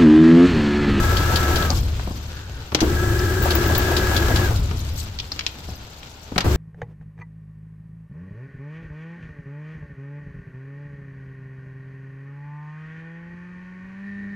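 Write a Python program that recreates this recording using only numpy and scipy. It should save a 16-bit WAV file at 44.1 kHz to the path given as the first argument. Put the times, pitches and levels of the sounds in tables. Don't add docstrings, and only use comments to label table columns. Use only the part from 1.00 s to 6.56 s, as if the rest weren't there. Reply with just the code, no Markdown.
import sys
import numpy as np
from scipy import signal
from scipy.fft import rfft, irfft
from scipy.io import wavfile

SR = 44100
rng = np.random.default_rng(int(sys.argv[2]) if len(sys.argv) > 2 else 0)


def digitize_waveform(pressure):
    field = np.atleast_2d(pressure).T
    bounded = np.clip(field, -1, 1)
    quanta = np.round(bounded * 32767).astype(np.int16)
    wavfile.write(sys.argv[1], SR, quanta)


N = 245195
T = np.arange(N) / SR

# frequency in Hz, left minus right in dB.
PORT_SIDES = [(100, 1.76), (400, 3.1), (1300, 3), (2400, 1.2), (4600, 2.1), (6500, 11.2), (9000, 16.5),
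              (12500, 10.6), (15500, 13)]
# middle in seconds, half length in seconds, frame rumble in dB, whirr in dB.
SPINDLE_SHOVES = [(1.387, 0.092, -50, -46.5), (1.57, 0.071, -36.5, -49), (4.704, 0.044, -32, -70)]


def amp(db):
    return 10 ** (np.asarray(db) / 20)


def unit(x):
    return x / np.sqrt(np.mean(np.atleast_2d(x).mean(0) ** 2) + 1e-20)


def read(points, hz):
    f, value = np.transpose(points)
    return np.interp(np.log(hz + 1), np.log(f + 1), value)


def add(mix, s, sound):
    part = mix[:, max(round(s * SR), 0):][:, :sound.shape[-1]]
    part += sound[..., :part.shape[1]]


def drift(rate_hz):
    hz = np.fft.rfftfreq(N, 1 / SR)
    slow = np.exp(-(hz / rate_hz) ** 2) * (hz > 0)
    return unit(irfft(rfft(rng.standard_normal(N)) * slow, N))


def swell(middle_s, half_s):
    return np.exp(-((T - middle_s) / half_s) ** 2)


def hump(centre_hz, octaves, skirt_db):
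    hz = np.geomspace(30, 17000, 60)
    bell = np.exp(-.5 * (np.log2(hz / centre_hz) / octaves) ** 2)
    return np.column_stack([hz, 20 * np.log10(bell + amp(skirt_db))])


def ports(pair, colour):
    # frequency in Hz, likeness (held to 0-1 below).
    port_likeness = [(100, 1.5), (300, 0.83), (600, 1), (1200, -0.7), (2400, 0.11), (15000, -0.9)]
    size = pair.shape[1]
    hz = np.fft.rfftfreq(size, 1 / SR)
    a, b = rfft(pair)
    same = np.clip(read(port_likeness, hz), 0, 1)
    right = amp(-read(PORT_SIDES, hz))
    spread = np.array([a, right * (same * a + np.sqrt(1 - same ** 2) * b)])
    mid_gain = np.sqrt(1 + right ** 2 + 2 * same * right)
    return unit(irfft(spread * amp(read(colour, hz)) / mid_gain, size))


def noise(colour, size=N):
    return ports(rng.standard_normal((2, size)), colour)


def grains(per_s, spread_db):
    size = amp(spread_db * np.minimum(rng.exponential(1, N), 4))
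    landed = rng.random(N) < per_s / SR
    return unit(size * landed * rng.standard_normal((2, N)))


def burst(colour, rise, t60, size=8192):
    t = T[:size]
    shape = (1 - np.exp(-t / rise)) * amp(-60 * t / t60)
    return noise(colour, size=size) * shape / shape.max()


def tone(hz, rough, width_hz, lead):
    rough = np.clip(rough, 0, 1)
    turn = np.exp(2j * np.pi * np.cumsum(hz) / SR)
    fuzz = (drift(width_hz) + 1j * drift(width_hz)) / np.sqrt(2)
    line = turn * (np.sqrt(1 - rough) + np.sqrt(rough) * fuzz)
    right = line * np.exp(-1j * lead) * amp(-read(PORT_SIDES, hz.max()))
    return unit(np.array([line, right]).real)


def spell():
    # clutch in, stones bite and clutch out in seconds,
    # then motor hum, 4th and 5th tooth harmonic in dB before each source's own trim.
    work_spells = [(-1, -0.5, 0.645, -32.5, -30.7, -33.6), (1.812, 2.42, 3.45, -27.6, -38.3, -32),
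                   (5.441, 6, 7, -30, -42, -41)]
    rows = np.array(work_spells)
    start, bite, stop, *levels = rows[np.searchsorted(rows[1:, 0], T)].T
    return (*np.maximum(T - np.array([start, bite, stop]), 0), *levels)


def running(rise_s, fade_db_per_s, hold_s=0):
    engaged, _, released = spell()[:3]
    return (1 - np.exp(-engaged / rise_s)) * amp(-fade_db_per_s * np.maximum(released - hold_s, 0))


def speed():
    slip, spin_up_s, coast_s = 0.14, 0.04, 0.7
    engaged, _, released = spell()[:3]
    return (1 - slip * np.exp(-engaged / spin_up_s)) * np.exp(-released / coast_s)


def pressure():
    return 1 - np.exp(-spell()[1] / 0.011)


def frame():
    # frequency in Hz, relative level in dB per Hz.
    rumble_colour = [(10, -17), (25, -10.5), (45, -6), (62, -3), (82, -4.5), (102, -4), (130, -12),
                     (200, -22.5), (350, -28), (800, -43), (2000, -62)]
    shake_hz, shake_db, rest_db = 78.25, -20, -44.5
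    drone_hz = shake_hz * (0.9 + 0.1 * speed() + 0.0819 * drift(10.12))
    drone = tone(drone_hz, rough=0.11, width_hz=24, lead=0)
    shaking = amp(-2) * drone + noise(rumble_colour)
    power = signal.fftconvolve(shaking[0] ** 2, signal.windows.hann(M=4001), "same")
    steady = unit(shaking / np.sqrt(power))
    driven = amp(shake_db) * running(rise_s=0.007, fade_db_per_s=26, hold_s=0.16)
    shoved = sum(amp(db) * swell(s, half_s) for s, half_s, db, _ in SPINDLE_SHOVES)
    return np.hypot(driven + shoved, amp(rest_db)) * amp(1.2 * drift(8.1)) * steady


def motor():
    hum_hz, surge_db, surge_s = 354.3, 8, 0.03
    engaged, _, _, hum_db, _, _ = spell()
    db = hum_db - 0.3 + surge_db * np.exp(-engaged / surge_s) + 1.1 * drift(8)
    hz = hum_hz + 7 * drift(7) + 7 * drift(41.5)
    hum = tone(hz, rough=0.4, width_hz=78, lead=0.24)
    return amp(db) * running(rise_s=0.0052, fade_db_per_s=223) * hum


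def gears():
    mesh_hz = 329.8
    fourth_db, fifth_db = spell()[-2:]
    fourth_hz, fifth_hz, sixth_hz = np.outer([4, 5, 6], mesh_hz * speed())
    wobble = 1 + .0045 * drift(16.5)
    smear = np.interp(fourth_db, [-40, -33], [.95, .15])
    fourth = amp(fourth_db - 0.5) * tone(fourth_hz * wobble, rough=smear, width_hz=58, lead=0.97)
    rocked_hz = fifth_hz * wobble + 12 * drift(67)
    fifth = amp(fifth_db) * tone(rocked_hz, rough=0.54, width_hz=116, lead=-0.94)
    sixth = amp(fifth_db - 15.5) * tone(sixth_hz * wobble, rough=0.86, width_hz=54, lead=0.35)
    return running(rise_s=0.062, fade_db_per_s=69) ** 2 * (fourth + fifth + sixth)


def stones():
    # frequency in Hz, relative level in dB per Hz.
    rub_colour = [(60, -24), (150, 7), (300, 8.5), (470, 5.5), (720, 3.5), (1000, 0), (1450, 1),
                  (1900, -5.5), (3300, -8), (5000, -10), (7800, -12.5), (9400, -26.5), (12200, -13),
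                  (15800, -18.5)]
    loose_db, pressed_db, tail_db = -31.5, -26.5, -40.5
    grit = rng.standard_normal((2, N)) + 0.33 * grains(per_s=2000, spread_db=3.0)
    rub_level = amp(loose_db + (pressed_db - loose_db) * pressure())
    rub = rub_level * running(rise_s=0.0025, fade_db_per_s=123, hold_s=0.0095)
    tail = amp(tail_db) * running(rise_s=0.006, fade_db_per_s=30)
    return np.maximum(rub, tail) * amp(0.93 * drift(58)) * ports(grit, rub_colour)


def oil():
    # frequency in Hz, relative level in dB per Hz.
    wash_colour = [(60, -9), (130, -3), (280, -11), (450, -14), (700, -17.5), (1000, -18.5), (1300, -18.5),
                   (1900, -21.5), (2700, -19), (4200, -19.5), (7700, -28.5), (9400, -46), (11000, -39),
                   (12300, -33.5), (16000, -45)]
    # frequency in Hz, relative level in dB per Hz.
    spray_colour = [(200, 14), (700, 4), (2000, -9), (4200, -11), (7700, 1), (9400, -13), (12300, -6),
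                    (16000, -5)]
    trickle_db, flow_db, spray_db = -47, -42.5, -37.5
    patter = rng.standard_normal((2, N)) + 0.38 * grains(per_s=400, spread_db=2.5)
    flow = amp(trickle_db) + amp(flow_db) * running(rise_s=0.06, fade_db_per_s=10.5)
    spray = amp(spray_db) * (1 - pressure()) * running(rise_s=0.1, fade_db_per_s=100)
    return flow * amp(1.7 * drift(27)) * ports(patter, wash_colour) + spray * noise(spray_colour)


def splashes(count=30):
    # frequency in Hz, relative level in dB.
    drop_colour = [(2200, -20), (3200, -4), (4300, 1), (5800, 2.5), (7700, 3), (9400, -11), (12500, 0),
                   (15000, 0)]
    # middle in seconds, level in dB.
    oil_gushes = [(0.77, -39.5), (1.08, -52), (3.58, -43.5), (3.8, -44.5), (4.0, -42), (4.72, -48)]
    gush_s, drip_db = 0.071, -51
    out, t = np.zeros((2, N)), T[:512]
    clump = amp(6.5 * drift(24))
    for hz in np.geomspace(2400, 14500, count):
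        cycles = hz * t
        note = np.sin(2 * np.pi * cycles) * cycles * np.exp(-cycles / 5.5)
        drop = amp(read(drop_colour, hz)) * unit(note)
        landings = (rng.random(N) < 60 * clump / SR) * rng.standard_normal((2, N))
        out += signal.oaconvolve(landings, drop[None])[:, :N] * amp([[0], [-read(PORT_SIDES, hz)]])
    gushes = sum(amp(db) * swell(s, gush_s) for s, db in oil_gushes)
    drips = amp(drip_db) * running(rise_s=0.035, fade_db_per_s=3.0)
    return np.hypot(gushes, drips) * unit(out)


def air():
    # frequency in Hz, relative level in dB per Hz.
    air_colour = [(70, 9), (200, -3), (450, -0.5), (720, 1), (930, 1.5), (1200, -15), (1420, 0),
                  (1800, -15.5), (4000, -41)]
    return amp(-50.0) * noise(air_colour)


def strokes():
    # scuff in seconds, scuff in dB, bump in dB, both before trim.
    head_strokes = [(0.168, -18.5, -27), (0.357, -15, -21), (0.5566, -18.5, -21.5), (0.75, -34, -23),
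                    (2.505, -17, -17), (2.7487, -19.5, -18.5), (2.965, -15.5, -17.5),
                    (3.1632, -15.5, -22.5), (3.358, -17, -21.5), (3.558, -30.5, -24)]
    # start in seconds, level in dB before trim.
    stone_squeaks = [(2.4228, -23), (2.4354, -25), (2.5513, -18), (2.6749, -25), (2.7793, -14.5)]
    # frequency in Hz, relative level in dB per Hz.
    scuff_colour = [(1500, -21), (2600, -4), (3300, 3.5), (3900, 2.5), (4600, 3.5), (5800, -6),
                    (7500, -9.5), (9400, -30), (10500, -7), (11600, -16)]
    squeal_colour = [(11000, -51), (13500, -17), (14700, -12), (15300, 2), (15700, 0), (16500, -10)]
    bump_lead_s, bump_hz, rebound_s, rebound_db = 0.053, 625, 0.011, -5.5
    out = np.zeros((2, N))
    bore = hump(bump_hz, octaves=0.47, skirt_db=-30.5)
    for s, scuff_db, bump_db in head_strokes:
        add(out, s - bump_lead_s, amp(bump_db - 5) * burst(bore, rise=0.0074, t60=0.067))
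        for delay, db in [(0, scuff_db), (rebound_s, scuff_db + rebound_db)]:
            add(out, s + delay, amp(db - 5.5) * burst(scuff_colour, rise=0.0027, t60=0.043))
    for s, db in stone_squeaks:
        add(out, s, amp(db + 0.5) * burst(squeal_colour, rise=0.0011, t60=0.037))
    return out


def ring(size=8192):
    # frequency in Hz, relative level in dB, t60 in seconds.
    head_modes = [(2200, -6, .06), (2846, 2, 0.021), (3420, -30, .06), (4220, 26, 0.15), (4600, 13, .06),
                  (5570, -17, 0.022), (5820, -8, .04), (6800, -2, .04)]
    hz, db, t60 = np.transpose(head_modes)[:, :, None]
    t = T[:size]
    phase = 2 * np.pi * rng.random((2, len(head_modes), 1))
    modes = amp(db - 60 * t / t60) * np.sin(2 * np.pi * hz * t + phase)
    modes[1] *= amp(-read(PORT_SIDES, hz))
    return modes.sum(1) / np.linalg.norm(amp(db))


def clicks():
    # start in seconds, level in dB before the layer trims, centre in Hz,
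    # spread in octaves, t60 of the crack in seconds.
    steel_knocks = [(0.624, -20, 3840, 0.17, 0.014), (0.7035, -16, 5400, 0.4, 0.013),
                    (0.995, -26, 1270, 0.81, 0.02), (1.7194, -25.5, 1230, 1.3, 0.026),
                    (1.7472, -10, 3760, 0.9, 0.031), (1.788, -26, 1590, 0.9, 0.06),
                    (1.805, -17, 4530, 0.94, 0.068), (2.191, -26.5, 5100, 0.2, 0.03),
                    (3.7105, -28, 1390, 1.7, 0.039), (4.188, -22, 3810, 0.49, 0.02),
                    (4.199, -21, 3790, 0.47, 0.025), (4.3185, -19, 4700, 0.19, 0.025),
                    (4.392, -19, 3300, 0.8, 0.027), (4.4086, -24, 2960, 0.71, 0.014),
                    (4.4647, -13, 3720, 0.64, 0.015), (5.0298, -34.5, 2890, 0.39, 0.027),
                    (5.3594, -25, 1870, 0.84, 0.031), (5.3795, -10.5, 2350, 1.47, 0.042),
                    (5.406, -19.5, 3400, 0.99, 0.052)]
    # frequency in Hz, relative level in dB per Hz.
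    crack_colour = [(200, 17), (900, 10), (2500, 3), (5800, 2.5), (7500, -5.5), (9500, -15), (12000, -5.5),
                    (16000, -10)]
    out = np.zeros((2, N))
    for s, db, centre_hz, octaves, t60 in steel_knocks:
        peak = hump(centre_hz, octaves, skirt_db=-22.5)
        colour = [(hz, level + read(crack_colour, hz)) for hz, level in peak]
        crack = burst(colour, rise=0.00029, t60=t60)
        scatter = burst(colour, rise=0.0035, t60=0.047)
        add(out, s, amp(db) * (amp(-2.5) * crack + amp(-14.5) * scatter + amp(-31) * ring()))
    return out


def thumps(count=3):
    # start in seconds, level in dB before trim, pitch in Hz.
    frame_blows = [(1.074, -18.5, 183), (1.108, -20.5, 238), (1.723, -16, 109), (1.749, -10, 296),
                   (2.414, -14.5, 260), (3.711, -21, 110), (4.686, -25, 150), (5.318, -20, 264),
                   (5.362, -14, 197), (5.381, -14.5, 557)]
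    # first blow in seconds, level in dB before trim, pitch in Hz.
    clutch_grabs = [(1.816, -9, 336), (5.444, -9.5, 97)]
    judder_s = 0.0095
    rattle_colour = [(40, 5.5), (120, 2.5), (340, 2), (700, -3.0), (1500, -17.5), (4000, -40.5)]  # Hz, dB
    out, t = np.zeros((2, N)), T[:8192]
    judder = [(s + k * judder_s, db, hz) for s, db, hz in clutch_grabs for k in range(count)]
    for s, db, hz in frame_blows + judder:
        swing = np.sin(2 * np.pi * hz * t) * amp(-60 * t / 0.042) * (1 - np.exp(-t / 0.00083))
        rattle = burst(rattle_colour, rise=0.0015, t60=0.047)
        add(out, s, amp(db) * (amp(-0.5) * swing + amp(-8.5) * rattle))
    return out * amp(0) * np.array(amp([[.6], [-.6]]))


def carriage():
    whirr_hz = 1530
    level = sum(amp(db) * swell(s, half_s) for s, half_s, _, db in SPINDLE_SHOVES)
    return level * tone(np.full(N, whirr_hz), rough=0.96, width_hz=320, lead=0.97)


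def shop(x, t60=0.31, size=16384):
    wall_colour = [(100, 15), (1000, 5.0), (5000, -4.5), (15000, -18)]  # Hz, dB
    tail = burst(wall_colour, rise=0.0049, t60=t60, size=size)
    level = np.linalg.norm(tail, axis=1, keepdims=True)
    return signal.fftconvolve(x, tail / level, axes=1)[:, :N]


def scene():
    machine = frame() + motor() + gears() + stones() + carriage()
    hits = strokes() + clicks() + thumps()
    return machine + oil() + splashes() + air() + hits + amp(-16) * shop(hits)


def record(dry):
    edge_hz = 15900
    held = np.clip(dry, -1, 1)
    low_pass = signal.firwin(401, edge_hz, window=("kaiser", 8), fs=SR)
    return signal.oaconvolve(held, low_pass[None], "same")


dry = scene()
out = record(dry)
digitize_waveform(out)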